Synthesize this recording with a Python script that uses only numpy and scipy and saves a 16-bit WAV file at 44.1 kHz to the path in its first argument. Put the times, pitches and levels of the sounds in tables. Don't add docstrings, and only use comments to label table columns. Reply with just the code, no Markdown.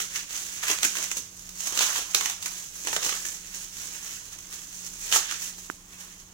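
import sys
import numpy as np
from scipy import signal
from scipy.fft import rfft, irfft, next_fast_len
from scipy.io import wavfile
from scipy.ndimage import map_coordinates

SR = 44100
rng = np.random.default_rng(int(sys.argv[2]) if len(sys.argv) > 2 else 0)


def how_loud(loudness_db):
    steps = np.asarray(loudness_db, float) / 20
    return 10 ** steps


def store_pcm(level_fs):
    pcm = np.round(np.clip(level_fs, -1, 1) * 32767).astype(np.int16)
    wavfile.write(sys.argv[1], SR, np.atleast_2d(pcm).T)


N = 279153


def unit(x):
    return x / np.sqrt(np.mean(x ** 2) + 1e-20)


def along(points, hz):
    f, v = np.transpose(points)
    return np.interp(np.log(hz + 1), np.log(f + 1), v)


def wobble(rate):
    knots = rng.standard_normal(int(N * rate / SR) + 4)
    return map_coordinates(knots, [np.arange(N) * rate / SR])


def filtered(x, response):
    m = next_fast_len(N + 8192)
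    return irfft(rfft(x, m) * response(np.fft.rfftfreq(m, 1 / SR)), m)[..., :N]


def causal(points, size=2048):
    cepstrum = irfft(np.log(how_loud(along(points, np.fft.rfftfreq(size, 1 / SR)))))
    cepstrum[1:size // 2] *= 2
    cepstrum[size // 2 + 1:] = 0
    return irfft(np.exp(rfft(cepstrum)))


# frequency in Hz, left-right likeness from 0 to 1.
LIKENESS = [(60, .97), (300, .88), (650, .6), (1400, 0), (15000, 0)]


def diffuse(pair):
    def turn(hz):
        return np.arccos(np.clip(along(LIKENESS, hz), -1, 1)) / 2
    mid, side = filtered(pair, lambda hz: np.array([np.cos(turn(hz)), np.sin(turn(hz))]))
    return np.array([mid + side, mid - side])


# frequency in Hz, level in dB rms.
MOTOR_LINES = [(32.3, -62.5), (91.5, -68.5), (183.0, -62.5)]
# frequency in Hz, level in dB per Hz.
RUMBLE_COLOUR = [(12, -28), (20, 3), (43, -0.5), (128, -2.5), (177, -1), (230, -8.5), (300, -4.5),
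                 (584, -14.5), (1140, -11), (2500, -25), (3250, -19), (5500, -120)]


def background():
    t = np.arange(N) / SR
    lines = np.zeros(N)
    for hz, db in MOTOR_LINES:
        level = np.sqrt(2) * how_loud(db + 2.7 * wobble(6))
        lines += level * np.sin(2 * np.pi * hz * t + 0.38 * wobble(3.33))
    rumble = filtered(rng.standard_normal((2, N)), lambda hz: how_loud(along(RUMBLE_COLOUR, hz)))
    return (lines + how_loud(-58.5) * unit(diffuse(rumble))) * how_loud([[-.6], [.6]])


# time in seconds, fine crackle in dB, how deep the film folds in dB.
RESTLESS_HAND = [(0, -44, 2), (.28, -48.5, -10), (.45, -40.5, -1.5), (.8, -41.5, 0), (1.1, -51, 2),
                 (1.28, -51.5, -4), (1.36, -46.5, -12), (1.46, -50, 0), (2.1, -43.5, 1), (2.4, -49, 6),
                 (2.7, -69, -10), (3.2, -46, 2), (3.7, -55, -3), (4.27, -51.5, 0), (4.95, -46, -5.5),
                 (5.3, -48.5, 14), (5.82, -59, -12), (6.33, -59, 1.5)]
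# peak time in seconds, peak in
# dB, rise in seconds, fall in seconds, fold depth in dB.
GLOVE_TUGS = [(0.017, -29, 0.058, 0.028, 6), (0.164, -31.5, 0.045, 0.051, 6.5),
              (.35, -35, 0.068, 0.11, 3), (.635, -31.5, 0.017, 0.036, 8), (.703, -24.5, 0.029, 0.041, 8),
              (.85, -23.5, .03, 0.015, 2), (.97, -35, 0.1, 0.16, 4), (1.04, -37.5, 0.22, 0.056, 1),
              (1.125, -35, 0.023, .012, 1), (1.18, -31, 0.029, 0.012, -10), (1.6, -35.5, 0.052, .2, -9),
              (1.67, -31.5, 0.023, 0.028, 0.5), (1.83, -25, 0.086, 0.081, 6),
              (1.965, -30.5, 0.11, 0.081, 6.5), (2.15, -25.5, 0.0083, 0.039, -10),
              (2.275, -30.5, 0.12, 0.056, 4.5), (2.469, -32.5, 0.054, 0.021, -4),
              (2.52, -39, .06, 0.093, 0.5), (2.6, -37, 0.041, 0.027, -4), (2.78, -56, 0.064, 0.092, -10),
              (2.875, -37.5, 0.035, 0.27, 5.5), (2.96, -35, 0.33, 0.039, -6.5),
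              (3.03, -34.5, 0.012, .05, 8), (3.07, -26.5, 0.032, 0.027, -1),
              (3.105, -34.5, 0.038, 0.066, 8), (3.27, -35.5, 0.18, .12, -18),
               (3.35, -42.5, .04, 0.045, -6), (3.47, -41.5, 0.033, .07, -5), (3.545, -36, 0.028, 0.19, -3),
               (3.785, -38.5, 0.066, 0.6, -1.5), (4.12, -42, 0.38, 0.097, -3),
               (4.335, -44, 0.025, 0.033, 6.5), (4.44, -51, .1, .15, -1), (4.536, -38.5, .025, 0.048, -1),
               (4.8, -44.5, .2, 0.18, -7), (5.06, -37, 0.14, .1, -15), (5.134, -23.5, 0.019, .06, 7),
               (5.165, -24.5, 0.069, 0.015, -4), (5.26, -40.5, .05, .05, 9.5), (5.31, -36, 0.033, .055, 6),
               (5.42, -37.5, 0.093, 0.089, -14), (5.46, -37, 0.13, 0.061, -1.5),
               (5.59, -44.5, 0.051, 0.11, -7), (5.7, -48, .03, 0.095, 0), (5.94, -49, 0.064, 0.085, 2),
               (6.03, -46, 0.16, 0.2, 1)]
# start in seconds, peak in dB, fold depth
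# in dB, pushed air in dB.
CREASE_AVALANCHES = [(.0014, -17, 5, -3), (.157, -18, 3.5, -16), (0.306, -26, -2, 2), (.327, -25, -5, -1),
                     (.375, -27.5, 2, 14.5), (.6274, -29, 0, 0), (0.681, -13.5, 2, -5), (0.6982, -17, 3, 10),
                     (0.7129, -14, 2, -5), (0.7855, -23, 6, 2), (.830, -9.5, 2, -7), (.848, -14, -0.5, 11),
                     (0.952, -22, 3.5, -3), (0.968, -17, 0, 2), (0.984, -18, -1, 7), (1.0392, -20, -11, 9.5),
                     (1.1138, -15.5, -2.5, 1), (1.1679, -16, -3, 6), (1.3925, -30, -10, -2),
                     (1.4905, -26, -10, -10), (1.604, -20, -10, -4), (1.67, -15, -7, 6),
                     (1.723, -19.5, -5, 9.5), (1.7731, -13, 3, 3.5), (1.789, -9, -2, -5),
                     (1.8075, -15.5, 7, -3), (1.8243, -15, 0, -10), (1.957, -15, 0.5, -1),
                     (1.989, -24.5, 6, 16),
                     (2.1372, -32, 7, 9), (2.1448, -14.5, -1, 6.5), (2.146, -6, -3.5, -7),
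                   (2.1744, -23, 0, -5), (2.2084, -17.5, 4, -2), (2.2573, -12.5, 2, -9),
                   (2.2972, -16, -3, -6), (2.4252, -19, -3.5, -5), (2.4588, -16, -0.5, 2),
                   (2.8494, -23.5, -2, 7), (2.871, -17.5, 7.5, 7), (2.883, -19.5, 0, 8),
                   (2.929, -17, 6, 15), (2.9626, -13.5, 5, 14.5), (3.0274, -20, 3.5, 7),
                   (3.046, -13, -4, -1), (3.0625, -14, -5, 8), (3.091, -12.5, -1, -1),
                   (3.1248, -23, 6.5, 11), (3.2504, -21, 3, 2), (4.3862, -28.5, -3.5, -6),
                   (4.5247, -27, -4, -7), (5.116, -15.5, 1.5, -8), (5.1249, -10, 5, -6),
                   (5.136, -13, 6, -6), (5.1595, -10, 5, -14), (5.311, -22.5, 5, -5), (5.3226, -30, 12, -1),
                   (5.3434, -28, 7.5, -5), (5.581, -36, 4.5, 17)]
SIZE_SHARE = [0, -7, -11, -22.5]
DEPTH_GAIN = [0, 0.62, 1.14, 0]


def hand():
    t = np.arange(N) / SR
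    share_db, follows = np.array(SIZE_SHARE)[:, None], np.array(DEPTH_GAIN)[:, None]
    s, base_db, depth_db = np.transpose(RESTLESS_HAND)
    power = how_loud(np.interp(t, s, base_db) + follows * np.interp(t, s, depth_db)) ** 2

    slope_db = 12
    for at, db, rise, fall, depth_db in GLOVE_TUGS:
        span = slice(max(round((at - 3 * rise) * SR), 0), round((at + 3 * fall) * SR))
        away = np.maximum((at - t[span]) / rise, (t[span] - at) / fall)
        power[:, span] += how_loud(db - slope_db * away + follows * depth_db) ** 2

    own_clumps = np.array([wobble(45) for _ in SIZE_SHARE])
    clumps = 1.2 * wobble(30) + 1.18 * wobble(140) + 1.14 * own_clumps
    power *= how_loud(share_db - 1 + clumps) ** 2

    crease_db, crease_t60_s = np.array([-5, -7, -8.5, -21]), 0.023
    u = t[:SR // 8]
    avalanche = how_loud(-60 * u / crease_t60_s) * (1 - np.exp(-u / 0.001))
    for at, db, depth_db, air_db in CREASE_AVALANCHES:
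        size = how_loud(db + crease_db + [0, 0.72 * depth_db, 1.3 * depth_db, air_db])
        power[:, round(at * SR):][:, :len(u)] += (size[:, None] * avalanche) ** 2
    return np.sqrt(power)


def grains(count, hz, spread, cycles, size_db, lead, size=160):
    draw, t = rng.standard_normal((count, 5)), np.arange(size) / SR
    first = rng.integers(0, N, count)[:, None]
    pitch = np.clip((hz * np.ones(N))[first] * np.exp(spread * draw[:, :1]), 150, 15000)
    strength = how_loud(size_db * draw[:, 1:2]) * np.sign(draw[:, 2:3])
    shape = strength * np.exp(-t * pitch / cycles) * np.cos(2 * np.pi * pitch * t)
    start = first + np.arange(size)
    late = np.abs(np.round(lead + 2.5 * draw[:, 3:4])).astype(int)
    pan = how_loud(3.86 * draw[:, 4:])
    left = np.bincount(start.ravel(), (shape * pan).ravel(), N)[:N]
    right = np.bincount((start + late).ravel(), (shape / pan).ravel(), N)[:N]
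    return unit(np.array([left, right]))


# time in seconds, pitch in Hz.
AIR_POCKET = [(0, 1920), (.3, 1700), (.7, 1410), (1.7, 1290), (2.0, 1156), (2.5, 1210), (3.05, 1485),
              (4.9, 1340), (5.14, 1150), (5.35, 1700), (5.7, 1300), (6.0, 950), (6.33, 1200)]


def glove():
    tick_level, wrinkle_level, fold_level, puff_level = hand()
    drift = 0.076
    wrinkle_hz = 3250 * np.exp(drift * wobble(5))
    pocket_hz = np.interp(np.arange(N) / SR, *np.transpose(AIR_POCKET))
    fold_hz = pocket_hz * np.exp(drift * wobble(5))
    ticks = grains(count=45000, hz=8950, spread=0.33, cycles=0.47, size_db=2.0, lead=9, size=30)
    wrinkles = grains(count=25000, hz=wrinkle_hz, spread=0.26, cycles=1.78, size_db=3.0, lead=8.9, size=80)
    folds = grains(count=12000, hz=fold_hz, spread=0.36, cycles=2.35, size_db=3.5, lead=7.8, size=200)
    puffs = grains(count=5000, hz=406, spread=0.36, cycles=1.15, size_db=1.7, lead=5.1, size=420)
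    fine = how_loud(-2.0) * tick_level * ticks + how_loud(-1.5) * wrinkle_level * wrinkles
    return fine + how_loud(-3) * fold_level * folds + how_loud(4.5) * puff_level * puffs


# frequency in Hz, t60 in seconds.
WALL_DECAY = [(200, 0.23), (600, 0.21), (1500, 0.25), (6000, 0.36), (15000, 0.19)]


def room(x, count=70):
    out, step = np.zeros((2, N + SR)), N // count + 1
    for k in range(count):
        hz, t, z = signal.stft(rng.standard_normal((2, SR // 3)), SR, nperseg=256)
        decay = how_loud(-60 * t / along(WALL_DECAY, hz)[:, None])
        tail = signal.istft(z * decay, SR, nperseg=256)[1]
        tail = tail / np.linalg.norm(tail[0])
        answer = signal.fftconvolve(x[None, k * step:(k + 1) * step], tail, axes=1)
        out[:, k * step + 130:][:, :answer.shape[1]] += answer
    return diffuse(out[:, :N])


# start in seconds, level in dB, ring in Hz.
HARD_BUCKLES = [(.703, -21, 350), (0.83, -24, 3000), (0.849, -29, 2000), (.851, -22.5, 200),
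                (1.115, -24, 4100), (1.170, -25, 204), (1.7925, -8, 3500), (2.146, -27.5, 140),
                (2.1480, -1, 3800), (2.964, -15, 1530), (3.05, -16, 4000), (3.064, -24, 3500),
                (5.164, -18, 3000), (5.3113, -19.5, 5100)]


def cracks():
    out, u = np.zeros((2, N)), np.arange(900) / SR
    for at, db, hz in HARD_BUCKLES:
        onset = 1 - np.exp(-u * hz * 12)
        ring = how_loud(db) * np.exp(-u * hz / 1.46) * np.cos(2 * np.pi * hz * u) * onset
        first = round(at * SR)
        out[0, first:][:len(u)] += ring
        out[1, first + 8:][:len(u)] += ring
    return out


# start in seconds, level in dB.
FINGER_TAP = [(5.6999, -24.5)]
# frequency in Hz, level in dB, t60 in seconds.
CASE_MODES = [(366, -2, 0.013), (1480, 10.5, 0.0053), (5800, -6, .004)]


def tap():
    at, db = FINGER_TAP[0]
    u = np.clip(np.arange(N) / SR - at, 0, None)
    ring = sum(how_loud(level - 60 * u / t60) * np.sin(2 * np.pi * hz * u) for hz, level, t60 in CASE_MODES)
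    thin = signal.lfilter(*signal.butter(2, 170, "high", fs=SR), ring)
    return how_loud(db) * thin * how_loud([[-22], [5]])


# frequency in Hz, level in dB.
FILM_BASS = [(60, -23), (150, -12), (250, -12.5), (340, -4), (600, -5.5)]
# frequency in Hz, level in dB.
LEFT_PORT = [(1200, -3), (1800, 3), (2300, 2.5), (3300, 0.5), (4800, 2), (6500, 0), (8300, 6.5),
             (9300, -2.5), (11000, 1.5), (12500, 4), (15500, 5.5)]
# frequency in Hz, level in dB.
RIGHT_PORT = [(1250, 2.5), (1750, 7), (2150, 4.5), (3000, 6.5), (3700, 3.5), (4800, 4.5), (5700, 12.5),
              (6500, 17), (7800, 9.5), (8800, 1), (10400, 5), (12300, -5), (14500, -2.5)]


def scene():
    film = glove() + cracks()
    hiss = how_loud(-58.5) * rng.standard_normal((2, N))
    air = film + how_loud(-1.5) * room(film.mean(axis=0)) + hiss
    ports = np.array([causal(FILM_BASS + LEFT_PORT), causal(FILM_BASS + RIGHT_PORT)])
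    heard = signal.fftconvolve(air, ports, axes=1)[:, :N]
    return how_loud(-2) * heard + tap() + background()


def band_limit(x):
    return signal.sosfilt(signal.butter(12, 16830, fs=SR, output="sos"), x)


def record(dry):
    rounded = dry / (1 + np.abs(dry / 1.05) ** 6) ** (1 / 6)
    mix = filtered(rounded, lambda hz: hz < 15900)
    return band_limit(mix)


dry = scene()
out = record(dry)
store_pcm(out)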